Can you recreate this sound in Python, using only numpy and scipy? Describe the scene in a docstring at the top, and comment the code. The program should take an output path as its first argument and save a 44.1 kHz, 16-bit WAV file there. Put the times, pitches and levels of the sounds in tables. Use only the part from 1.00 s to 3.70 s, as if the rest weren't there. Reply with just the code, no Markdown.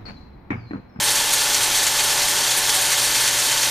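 """At the pan of a bread machine: a heat gun blows in while the paddle stirs a load of beans.
Beans rattle all the time and spill against the metal in quick uneven surges: random hits that ring.
Hard knocks are decaying noise bursts; stray hits ping the pan's modes.
The gun's air is coloured noise with hollow resonances, its fan a whine of fluttering harmonics.
The stirring motor hums at twice the mains rate and the octave above."""
import sys
import numpy as np
from scipy import signal
from scipy.fft import rfft, irfft
from scipy.io import wavfile

SR = 44100
rng = np.random.default_rng(int(sys.argv[2]) if len(sys.argv) > 2 else 0)


def wav_record(signal):
    """Record a signal, one row per channel, as 16-bit PCM in the file named by sys.argv[1]."""
    frames = np.transpose(np.atleast_2d(signal))
    bounded = np.clip(frames, -1, 1)
    # unit amplitude maps onto the largest positive 16-bit level
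    quanta = np.round(bounded * 32767).astype(np.int16)
    wavfile.write(sys.argv[1], SR, quanta)


N = 119070

# Colour of beans on the pan. Each row: frequency in Hz, relative density in dB per Hz.
CLATTER_SPECTRUM = [(300, -22), (1000, -11), (1600, -3), (2800, -0.5), (3300, 1.5), (4100, 1), (4500, 5),
                    (4900, -5.5), (5400, 4), (5650, -6), (5900, 4.5), (6300, 0.5), (7200, 2), (9000, -5),
                    (15000, -40)]


def from_db(db):
    """Decibels to amplitude gain."""
    return 10 ** (np.asarray(db) / 20)


def rms_one(x):
    """Scale to unit rms."""
    return x / np.sqrt(np.mean(x ** 2) + 1e-20)


def in_time(rows):
    """Join (seconds, value) points by straight lines."""
    return np.interp(np.arange(N) / SR, *np.transpose(rows))


def drift(rate_hz):
    """Random wander of unit rms: noise low-passed to -6 dB at rate_hz."""
    hz = np.arange(N // 2 + 1) * SR / N
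    spectrum = rfft(rng.standard_normal(N)) / (1 + (hz / rate_hz) ** 2)
    return rms_one(irfft(spectrum, N))


def coloured(x, spectrum):
    """Filter x by (Hz, dB) points joined over log frequency; unit rms."""
    hz, db = np.transpose(spectrum)
    bins_hz = np.maximum(np.arange(N // 2 + 1) * SR / N, 1)
    gain = from_db(np.interp(np.log(bins_hz), np.log(hz), db))
    return rms_one(irfft(rfft(x) * gain, N))


def blown(hz, width_hz):
    """Turbulence passed twice through one resonance; unit rms."""
    # each pass is wider by pi/2, so the pair is about width_hz wide at half power
    b, a = signal.iirpeak(hz, hz / (np.pi / 2 * width_hz), fs=SR)
    noise = rng.standard_normal(N + SR)
    resonant = signal.lfilter(b, a, signal.lfilter(b, a, noise))
    return rms_one(resonant[SR:])   # drop the build-up


def rattle(power, hits_per_s, spectrum):
    """Random bean hits, denser as the power rises, each ringing briefly in the pan."""
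    hit_spread_db, pan_t60_s, pan_ring_db = 2.5, 0.035, -1
    born = rng.random(N) < hits_per_s * power / power.mean() / SR
    strength_db = hit_spread_db * np.minimum(rng.exponential(1, N), np.pi)
    hits = born * from_db(strength_db) * rng.choice([-1, 1], N)
    t = np.arange(SR // 10) / SR
    spots = 10
    dealt = rng.integers(0, spots, N)
    ringing = 0
    for spot in range(spots):   # every spot of the pan rings differently
        tail = rng.standard_normal(len(t)) * np.exp(-np.log(1000) * t / pan_t60_s)
        tail = tail / np.linalg.norm(tail)
        ringing = ringing + signal.fftconvolve(hits * (dealt == spot), tail)[:N]
    return np.sqrt(power.mean()) * coloured(hits + from_db(pan_ring_db) * ringing, spectrum)


def beans():
    """A steady tumble plus surges of hits that swell quickly and die away more slowly."""
    # Each row: peak in seconds, length in seconds, clatter and crackle in dB before the surge trims.
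    surges = [(0.044, 0.036, -21, -21.5), (0.08, 0.022, -21, -23), (0.111, 0.024, -20.5, -18),
              (0.161, 0.016, -19.5, -19), (0.336, 0.013, -20, -13), (0.391, 0.011, -22, -27),
              (0.436, 0.029, -22, -22), (0.54, 0.025, -19.5, -23), (0.57, 0.014, -23, -24),
              (0.637, 0.023, -17, -19.5), (0.76, 0.023, -18, -19.5), (0.786, 0.02, -20.5, -37),
              (0.833, 0.025, -19.5, -20.5), (0.873, 0.014, -20, -22), (0.995, 0.021, -15.5, -27),
              (1.038, 0.019, -27.5, -20), (1.101, 0.032, -22, -25.5), (1.222, 0.014, -17, -27),
              (1.286, 0.016, -19.5, -18.5), (1.513, 0.015, -16, -24), (1.576, 0.02, -24.5, -16),
              (1.697, 0.022, -21, -20.5), (1.749, 0.028, -19.5, -17.5), (1.818, 0.014, -22, -19.5),
              (1.852, 0.023, -23.5, -21), (1.926, 0.023, -14.5, -25), (1.984, 0.023, -20, -23.5),
              (2.044, 0.034, -20, -19.5), (2.161, 0.03, -16.5, -23.5), (2.213, 0.024, -21, -19.5),
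              (2.277, 0.018, -21, -22.5), (2.391, 0.016, -22, -21.5), (2.447, 0.039, -21, -22),
              (2.52, 0.022, -17, -25), (2.578, 0.018, -20, -34), (2.635, 0.022, -16, -27.5)]
    # Colour of beans on beans. Each row: frequency in Hz, relative density in dB per Hz.
    crackle_spectrum = [(2000, -37.5), (5500, -11.5), (7200, -6.5), (8700, 2), (9400, 1), (10200, 1),
                        (11200, -3), (12200, -3), (13500, -10.5), (15300, -16)]
    clatter_steady_db, clatter_trim_db, clatter_per_s = -24.5, -5, 4500
    crackle_steady_db, crackle_trim_db, crackle_per_s = -29, -4.5, 2800
    rise_share, fall_share = 0.45, 0.7   # of a surge's length
    t = np.arange(N) / SR
    tumble_db = 1.0 * drift(39)
    clatter = from_db(clatter_steady_db + tumble_db) ** 2
    crackle = from_db(crackle_steady_db + tumble_db) ** 2
    for peak_s, length_s, clatter_db, crackle_db in surges:
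        side_s = length_s * np.where(t < peak_s, rise_share, fall_share)
        swell = np.exp(-((t - peak_s) / side_s) ** 2)
        clatter = clatter + swell * from_db(clatter_db + clatter_trim_db) ** 2
        crackle = crackle + swell * from_db(crackle_db + crackle_trim_db) ** 2
    return (rattle(clatter, clatter_per_s, CLATTER_SPECTRUM)
            + rattle(crackle, crackle_per_s, crackle_spectrum))


def knocks():
    """Single hard bean knocks: instant attack, then a short dense ring in the pan's colour."""
    # Each row: start in seconds, initial level in dB.
    knock_rows = [(0.336, -21), (0.5455, -16.5), (0.748, -21), (0.867, -15.5), (1.573, -23), (1.693, -13.5),
                  (1.915, -24), (2.277, -16.5)]
    t60_s = 0.073
    t = np.arange(N) / SR
    level = sum((t >= s) * from_db(db - 60 * np.abs(t - s) / t60_s) for s, db in knock_rows)
    return level * coloured(rng.standard_normal(N), CLATTER_SPECTRUM)


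def pan_pings():
    """Stray beans strike each mode of the pan, a two-pole resonator, at moments of its own."""
    # Each row: mode in Hz, level in dB before the trim.
    pan_modes = [(3240, -44.5), (3440, -38.5), (3790, -41), (4410, -43), (4550, -38.5), (5300, -42.5),
                 (5830, -46), (5940, -42.5), (6480, -45), (6720, -39), (7750, -55), (8400, -43),
                 (8750, -40), (12050, -43)]
    pings_per_s, t60_s, trim_db = 45, 0.079, -1   # rate is per mode
    radius = np.exp(-np.log(1000) / (t60_s * SR))
    out = 0
    for hz, db in pan_modes:
        hits = (rng.random(N) < pings_per_s / SR) * rng.standard_normal(N)
        angle = 2 * np.pi * hz / SR
        poles = [1, -2 * radius * np.cos(angle), radius * radius]
        ring = signal.lfilter([1], poles, hits + 1e-18)
        out = out + from_db(db + trim_db) * rms_one(ring)
    return out


def air():
    """The jet's broad rush and the hollow resonances of nozzle and pan that it excites."""
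    # Colour of the rush. Each row: frequency in Hz, relative density in dB per Hz.
    rush_spectrum = [(25, -3.5), (60, -8), (130, -7.5), (190, -10), (300, -8), (400, -2), (540, -2.5),
                     (680, -6), (790, -4), (950, -0.5), (1100, 2), (1230, -3.5), (1450, 1.5), (2200, -2),
                     (3400, 1.5), (5000, 0.5), (8000, -7), (12000, -7), (15300, -14.5)]
    # Steady resonances. Each row: frequency in Hz, width in Hz, level in dB.
    cavity = [(922, 30, -40.5), (1583, 120, -46), (2480, 39, -44.5), (3110, 45, -40)]
    # Strongest resonance, fading as the beans shift. Each row: time in seconds, level in dB.
    high_howl = [(0, -42), (.25, -35.5), (.6, -41.5), (1.05, -36), (1.4, -40), (1.9, -45), (2.7, -51)]
    # Lower resonance, varying as the beans shift. Each row: time in seconds, level in dB.
    low_howl = [(0, -45), (1.4, -43), (1.8, -37.5), (2.0, -44), (2.7, -47)]
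    rush_db, flicker_db = -24, 0.97
    rush_gain = from_db(rush_db + flicker_db * drift(31))
    rush = rush_gain * coloured(rng.standard_normal(N), rush_spectrum)
    hollow = sum(from_db(db) * blown(hz, width_hz) for hz, width_hz, db in cavity)
    howls = from_db(in_time(high_howl)) * blown(839.5, 36)
    howls = howls + from_db(in_time(low_howl)) * blown(756.2, 12.2)
    return rush + hollow + howls


def fan():
    """Whine: fluttering harmonics of the fan's slightly unsteady speed."""
    # Each row: time in seconds, speed in turns per second before the wobble.
    fan_speed = [(0, 292.0), (1.0, 292.3), (1.9, 292.7), (2.7, 292.55)]
    # Each row: multiple of the speed, level in dB before trim and flutter.
    fan_orders = [(1, -49), (2, -41), (3, -40.5), (5, -48), (6, -38), (7, -44.5), (9, -47), (11, -44),
                  (12, -57), (13, -46), (18, -42), (20, -37.5), (21, -44), (22, -39), (23, -47),
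                  (24, -38.5), (25, -42.5), (27, -60), (28, -37.5), (31, -53), (32, -64), (33, -51),
                  (36, -45), (38, -50), (40, -55), (42, -57), (44, -58), (47, -54), (48, -51), (50, -57),
                  (51, -53)]
    wobble_hz, flutter_db, trim_db = 0.26, 1, -1
    speed_hz = in_time(fan_speed) + wobble_hz * drift(8.3)
    turn = 2 * np.pi * np.cumsum(speed_hz) / SR
    whine = 0
    for order, db in fan_orders:
        gain = from_db(trim_db + db + flutter_db * drift(6.7))
        whine = whine + gain * np.sin(round(order) * turn + rng.uniform(0, 2 * np.pi))
    return np.sqrt(2) * whine   # sine levels are rms


def stirring_motor():
    """Steady mains hum: sines of fixed level and random phase."""
    # Each row: frequency in Hz, rms level in dB.
    hum = [(120, -47), (240, -57.5)]
    t = np.arange(N) / SR
    tones = sum(from_db(db) * np.sin(2 * np.pi * (hz * t + rng.random())) for hz, db in hum)
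    return np.sqrt(2) * tones


def scene():
    """Everything reaches one microphone above the pan; both channels are alike."""
    mono = beans() + knocks() + pan_pings() + air() + fan() + stirring_motor()
    return np.tile(mono, (2, 1))


def record(dry):
    """Cut the top steeply with a linear-phase low-pass."""
    cutoff_hz = 15230
    lowpass = signal.firwin(601, cutoff_hz, fs=SR, window="blackman")
    return signal.fftconvolve(dry, lowpass[None], "same", axes=1)


dry = scene()
out = record(dry)
wav_record(out)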